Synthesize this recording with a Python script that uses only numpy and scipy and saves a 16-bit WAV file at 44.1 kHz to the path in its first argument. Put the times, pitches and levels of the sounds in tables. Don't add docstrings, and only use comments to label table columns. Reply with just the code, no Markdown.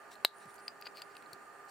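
import sys
import numpy as np
from scipy import signal
from scipy.io import wavfile
from scipy.ndimage import uniform_filter1d

SR = 44100
rng = np.random.default_rng(int(sys.argv[2]) if len(sys.argv) > 2 else 0)


def makeup_ratio(level_db):
    decades = np.asarray(level_db, float) / 20
    return 10 ** decades


def transcribe(signal):
    frames = np.atleast_2d(signal).T
    limited = np.clip(frames, -1, 1)
    pcm = np.round(limited * 32767).astype(np.int16)
    wavfile.write(sys.argv[1], SR, pcm)


N = 74970
STRIKE_RISE_S = 0.000091
SNAP_S = 0.24893


def band(x, hz, width):
    return signal.lfilter(*signal.iirpeak(min(hz, .45 * SR), hz / width, fs=SR), x)


def band_twice(x, hz, width):
    return band(band(x, hz, width), hz, width)


def below(x, hz):
    return signal.sosfilt(signal.ellip(N=6, rp=1, rs=40, Wn=hz, fs=SR, output="sos"), x)


def unit(x):
    return x / np.sqrt(np.mean(x ** 2))


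def read(table, hz):
    table_hz, table_db = np.array(table).T
    return np.interp(np.log(hz), np.log(table_hz), table_db)


def walk(rate):
    hold = int(SR / rate)
    steps = np.repeat(rng.standard_normal(N // hold + 1), hold)
    return 1.3 * uniform_filter1d(uniform_filter1d(steps, hold), hold)[:N]


def decay(t, t60):
    return np.exp(-np.log(1000) * np.maximum(t, 0) / t60)


def ring(s, modes, rise):
    t = np.maximum(np.arange(N) / SR - s, 0)
    sines = sum(makeup_ratio(db) * np.sin(2 * np.pi * hz * t) * decay(t, t60) for hz, db, t60 in modes)
    return (1 - np.exp(-t / rise)) * sines


def varied(modes, spread_db=1.0, detune=0.036):
    chance = rng.standard_normal((len(modes), 2))
    return [(hz * (1 + detune * a), db + spread_db * b, t60) for (hz, db, t60), (a, b) in zip(modes, chance)]


def pan(x, db):
    return x * makeup_ratio(np.array([[db / 2], [-db / 2]]))


# (frequency [Hz], side level re mid [dB])
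SIDE_LEVELS = [(30, -3), (150, -2.5), (300, -1.5), (600, -8), (2000, -3.5), (6000, -3), (14000, -4.5)]


def spread(hz, width):
    mid, side = (unit(band_twice(rng.standard_normal(N), hz, width)) for _ in range(2))
    return mid + makeup_ratio(read(SIDE_LEVELS, hz)) * side * np.array([[1], [-1]])


# (frequency [Hz], level per Hz [dB])
SHOP_SPECTRUM = [(15, -66), (25, -33.5), (60, -25), (293, -11), (405, -8.5), (1100, -11.5), (1190, -0.5),
                 (3520, -35), (8830, -39), (16000, -47)]
# (frequency [Hz], width [Hz], level [dB])
HUM = [(407.4, 49, -69.5), (1217, 20, -63), (760, 370, -61), (1496, 140, -68.5), (1790, 170, -64.5),
       (2600, 630, -75), (4450, 850, -77), (5690, 150, -83), (7210, 1400, -77.5), (8850, 1800, -79.5),
       (12900, 4900, -82.5), (14900, 900, -84)]


def shop():
    shop_db, swell_db, flicker_db = -55, .4, 1
    swell = swell_db * walk(5.8)
    bed = 0
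    for hz in 28 * 2 ** np.arange(0, 9.3, 1 / 3):
        level = read(SHOP_SPECTRUM, hz) + swell + flicker_db * walk(11.9)
        bed = bed + makeup_ratio(level) * np.sqrt(hz) * spread(hz, hz / 3)
    hum = sum(makeup_ratio(db) * spread(hz, width) for hz, width, db in HUM)
    return makeup_ratio(shop_db) * unit(bed) + hum


# (frequency [Hz], rms level [dB])
FAN_LINES = [(401.3, -67.5), (802.6, -71), (1203.9, -61.5), (1662, -71)]


def fan():
    wobble_db, wander_cycles = 1.8, 0.12
    t = np.arange(N) / SR
    out = 0
    for hz, db in FAN_LINES:
        level = makeup_ratio(db + 3.5 + wobble_db * walk(13.82))
        out = out + level * np.sin(2 * np.pi * (hz * t + wander_cycles * walk(10.3)))
    return out


# (time [s], level [dB])
BUZZ_LEVELS = [
    (0, -77),
    (.3, -81),
    (.36, -67.5),
    (.68, -67),
    (.72, -87),
    (1.15, -72),
    (1.3, -76),
    (1.7, -75),
]


def insect():
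    buzz_hz, width_hz, sag_hz, sag_s = 9300, 1100, 613, 1.1
    throb_rate_hz, throb_start_s, duty = 7.6, 0.332, 0.85
    t = np.arange(N) / SR
    phase = (t - throb_start_s) * throb_rate_hz % 1
    throb = np.sin(np.pi * np.clip(phase / duty, 0, 1)) ** 0.56
    high = spread(buzz_hz, width_hz)
    sunk = spread(buzz_hz - sag_hz, width_hz * 1.4)
    level = makeup_ratio(np.interp(t, *np.array(BUZZ_LEVELS).T))
    return level * throb * np.where(t < sag_s, high, sunk)


# (start [s], length [s], level [dB], resonance [Hz], treble level [dB])
SCRAPES = [(0.105, 0.046, -63, 4000, 1), (0.115, 0.0061, -63, 3240, 0), (0.393, 0.074, -71, 4000, 1),
           (0.48, 0.041, -74, 3750, 4), (0.589, 0.022, -69, 4840, -1), (0.849, 0.027, -56, 4780, -17),
           (0.947, 0.069, -57.5, 4590, -10), (1.09, 0.049, -70.5, 4630, -6),
           (1.329, 0.0073, -57.5, 4280, -0.5), (1.33, 0.024, -70.5, 4520, 0),
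           (1.676, 0.033, -67.5, 4450, 0)]


def scrapes():
    grain_rate_hz, grain_db, width_hz = 9000, 2.5, 710 * 1.1
    body_db, air_db, shell_top_hz = -4.5, -11.5, 4980
    t = np.arange(N) / SR
    sizes = makeup_ratio(grain_db * np.minimum(rng.exponential(size=N), 3))
    grains = (rng.random(N) < grain_rate_hz / SR) * sizes * rng.choice([-1, 1], N)
    edge = np.roll(grains, N // 3)
    treble = unit(band(edge, 7850, 1500) + 0.94 * band(edge, 5800, 600))
    air = unit(band_twice(edge, 12700, 2500) + band_twice(edge, 15000, 1600))
    body = unit(band(band(grains, 2400, 1250), 2500, 1200))
    out = 0
    for s, length, db, hz, treble_db in SCRAPES:
        shape = np.sin(np.pi * np.clip((t - s) / length, 0, 1)) ** 0.69
        tone = unit(below(band_twice(grains, hz, width_hz), shell_top_hz))
        rub = tone + makeup_ratio(treble_db) * treble + makeup_ratio(body_db) * body + makeup_ratio(air_db) * air
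        out = out + makeup_ratio(db) * shape * rub
    return out


# (time [s], peak level [dB])
TICKS = [
    (0.1145, -70),
    (0.384, -46),
    (0.4569, -47.5),
    (0.5424, -43.5),
    (0.554, -49),
    (0.5588, -44),
    (0.5642, -48),
    (1.3112, -55),
    (1.652, -52),
]


def ticks():
    t = np.arange(N) / SR
    hiss = unit(band(rng.standard_normal(N), 10000, 9400))
    bursts = sum(makeup_ratio(db - 11.0) * (t > s) * np.exp(-np.maximum(t - s, 0) / 0.0017) for s, db in TICKS)
    return bursts * hiss


# (time [s], peak level [dB], ring [Hz], body level [dB], treble level [dB])
CLICKS = [(0.1543, -51.5, 4220, -15, -14), (0.5813, -51.5, 4790, -14, -24), (0.5902, -58, 4850, -10, -8),
          (0.68, -28, 4894, -15, -29.5), (0.812, -46, 4890, -15, -15), (0.823, -40.5, 4870, -5.5, -29),
          (0.8465, -56, 4500, -14, -30), (0.851, -58, 4900, -5, -14), (0.8563, -42, 4760, -12, -32),
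          (0.8623, -42.5, 4670, -11, -24), (0.8672, -53, 4370, 4, -19), (0.8692, -37.5, 4840, -8.5, -30),
          (0.8717, -51, 4870, -9, -30), (0.8733, -49.5, 4630, 3.5, -18), (0.956, -56, 4630, -16, -22),
          (0.959, -59, 4660, -8, -11), (0.98, -50, 4500, -6, -24), (0.971, -41.5, 4840, -7.5, -17.5),
          (1.0187, -37, 4790, -3.5, -17), (1.1522, -53, 4800, -1, -26), (1.1669, -47.5, 4870, 1, -12),
          (1.2236, -55, 4200, -3, -9), (1.2597, -53.5, 4300, -19, -23.5), (1.3311, -43.5, 4620, -32, -7.5),
          (1.6944, -50.5, 4860, -16, -12)]
# (frequency [Hz], level [dB], t60 [s])
BODY_MODES = [(1770, -9.5, 0.0041), (2240, -9, 0.0067), (2593, -6, 0.011), (3030, -19, 0.006),
              (3900, -12.5, 0.0085)]
# (frequency [Hz], level [dB], t60 [s])
TREBLE_MODES = [(5900, -10, 0.008), (7700, -3, 0.0093), (8820, -2, 0.023), (9560, 1, 0.004),
                (10400, -2, 0.007), (11910, -2, 0.017), (13200, 2.5, 0.0056), (14800, -2, 0.0067)]


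def clicks():
    late_s, crack_s, crack_db = 0.000423, .00008, -0.5
    ring_t60_s, ring_db_per_db = 0.017, .3
    tail_db, tail_t60_s, tail_db_per_db = -10.5, 0.024, 0.18
    dip_hz, dip_width_hz = 5547, 1330
    t = np.arange(N) / SR
    low = high = 0
    for s, db, hz, body_db, treble_db in CLICKS:
        s = s + late_s
        main = [(hz, 0, ring_t60_s * makeup_ratio(ring_db_per_db * (db + 39))),
                (hz, tail_db + tail_db_per_db * (db + 37.5), tail_t60_s)]
        lower = [(hz * 0.922, -4, ring_t60_s * 0.39), (hz * 0.9, -9, ring_t60_s * 0.23)]
        cluster = ring(s, main, STRIKE_RISE_S) - ring(s, lower, STRIKE_RISE_S)
        crack = makeup_ratio(crack_db) * (s - t) / crack_s * np.exp(-((t - s) / crack_s) ** 2)
        body = crack + ring(s, varied(BODY_MODES), STRIKE_RISE_S)
        low = low + makeup_ratio(db + 3) * (cluster + makeup_ratio(body_db + 8.5) * body)
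        high = high + makeup_ratio(db + treble_db + 4) * ring(s, varied(TREBLE_MODES), STRIKE_RISE_S)
    for _ in range(2):
        low = low - band(low, dip_hz, dip_width_hz)
    return low + high


# (time [s], frequency [Hz], level [dB], t60 [s])
PANELS = [(0.6802, 1790, -46, 0.018), (.6806, 4915, -49.5, 0.069), (.6806, 8500, -55, 0.019),
          (.6806, 5900, -54, 0.017), (.8128, 15500, -55, .015), (.8128, 4900, -59, .04),
          (.8676, 2600, -41, .006), (.9722, 1800, -49, .002), (.8128, 12370, -48, 0.013),
          (.8128, 5900, -58, .02), (1.0194, 2600, -37.5, 0.014), (1.0197, 7400, -45.5, 0.01),
          (1.1676, 2600, -39, 0.0086), (.1555, 13900, -60, .01)]


def panels():
    return sum(ring(s, [(hz, db, t60)], STRIKE_RISE_S) for s, hz, db, t60 in PANELS)


# (frequency [Hz], level [dB], t60 [s])
SNAP_MODES = [(530, -21.5, 0.016), (1165, -24.5, 0.024), (1610, -13, 0.011), (2097, -15.5, 0.015),
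              (2700, -7.5, 0.0087)]
# (frequency [Hz], level [dB], t60 [s])
SNAP_TREBLE = [(8850, -5, 0.002), (10130, -24, 0.014), (11030, -17, 0.007), (12350, -7, 0.0068),
               (14300, -12.5, .004), (15100, -13.5, 0.0039)]
# (frequency [Hz], level [dB], t60 [s])
SNAP_UPPER = [(12080, -6.5, 0.0082), (7640, -23, .014), (9976, -24, 0.017), (8100, -29.5, 0.016)]
SNAP_THIRD = 4790, -9, .024


def snap():
    snap_db, spike_db, spike_s = -9.5, 3.5, .0001
    pair_hz, pair_db, pair_t60_s, pair_rise_s = (3860, 4040), 4, 0.018, 0.0011
    tail_db, tail_t60_s, wash_db, wash_t60_s = -25, 0.13, -32, 0.088
    t = np.arange(N) / SR - SNAP_S
    spike = -makeup_ratio(spike_db) * np.exp(-(t / spike_s) ** 2)
    pair_modes = [(hz, pair_db, pair_t60_s) for hz in pair_hz]
    pair = ring(SNAP_S, pair_modes + [SNAP_THIRD], pair_rise_s)
    tail = spread(3950, 750) + makeup_ratio(-16.0) * spread(12150, 1000)
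    tail = makeup_ratio(tail_db) * tail * (t > 0) * decay(t, tail_t60_s)
    wash = makeup_ratio(wash_db) * spread(8500, 7000) * (t > 0) * decay(t, wash_t60_s)
    shell = ring(SNAP_S, SNAP_MODES, STRIKE_RISE_S) - ring(SNAP_S, SNAP_UPPER, STRIKE_RISE_S)
    treble = ring(SNAP_S - .0003, SNAP_TREBLE, .0001)
    return makeup_ratio(snap_db) * (spike + pair + tail + wash + shell + treble)


# (time [s], level [dB], frequency [Hz], length [cycles])
KNOCKS = [
    (.452, -54, 186, 4.4),
    (0.468, -61.5, 128, 3.2),
    (1.325, -59, 142, 2.9),
    (1.33, -50, 440, 2.7),
    (1.65, -64, 299, 5.9),
]
FLICK = .8673, -34, 1250, 1.3


def knocks():
    t = np.arange(N) / SR
    out = 0
    for s, db, hz, cycles in KNOCKS + [FLICK]:
        shape = np.sin(np.pi * np.clip((t - s) * hz / cycles, 0, 1))
        out = out + makeup_ratio(db) * shape * np.sin(2 * np.pi * hz * (t - s))
    return out


def bench_echo(metal):
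    echo_db, t60_s, delay_s, alike, top_hz = -12.5, 0.089, 0.0021, .3, 7000
    t = np.arange(SR // 4) / SR
    tail = rng.standard_normal((2, len(t))) * (t > delay_s) * decay(t, t60_s)
    tail = tail + alike * tail.mean(axis=0)
    tail = makeup_ratio(echo_db) * tail / np.sqrt(np.sum(tail[0] ** 2))
    echo = signal.fftconvolve(metal, tail, axes=1)[:, :N]
    return signal.lfilter(*signal.butter(1, top_hz, fs=SR), echo)


def scene():
    shop_top_hz, shop_pan_db = 15800, -3
    click_pan_db, snap_pan_db, metal_low_hz = 2.8, 1.2, 358
    lag, knock_right_share = .6, 0.93
    air = below(below(shop(), shop_top_hz), shop_top_hz)
    background = pan(air + fan() + insect(), shop_pan_db)
    metal = pan(scrapes() + ticks() + clicks() + panels(), click_pan_db) + pan(snap(), snap_pan_db)
    metal[1] = signal.lfilter([1 - lag, 1], [1, 1 - lag], metal[1])
    metal = signal.sosfilt(signal.butter(3, metal_low_hz, "high", fs=SR, output="sos"), metal)
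    metal = metal + knocks() * np.array([[1], [knock_right_share]])
    return metal + bench_echo(metal) + background


def roll_off(x):
    return signal.sosfilt(signal.butter(12, 16830, fs=SR, output="sos"), x)


def record(dry):
    duck_db, attack_s, release_s, top_hz = -10.5, 0.0037, 0.081, 16300
    t = np.arange(N) / SR - SNAP_S
    recovery = np.exp(-np.maximum(t, 0) ** 2 / release_s ** 2)
    duck = duck_db * np.clip(t / attack_s, 0, 1) * recovery
    mix = below(dry * makeup_ratio(duck), top_hz)
    return roll_off(mix)


dry = scene()
out = record(dry)
transcribe(out)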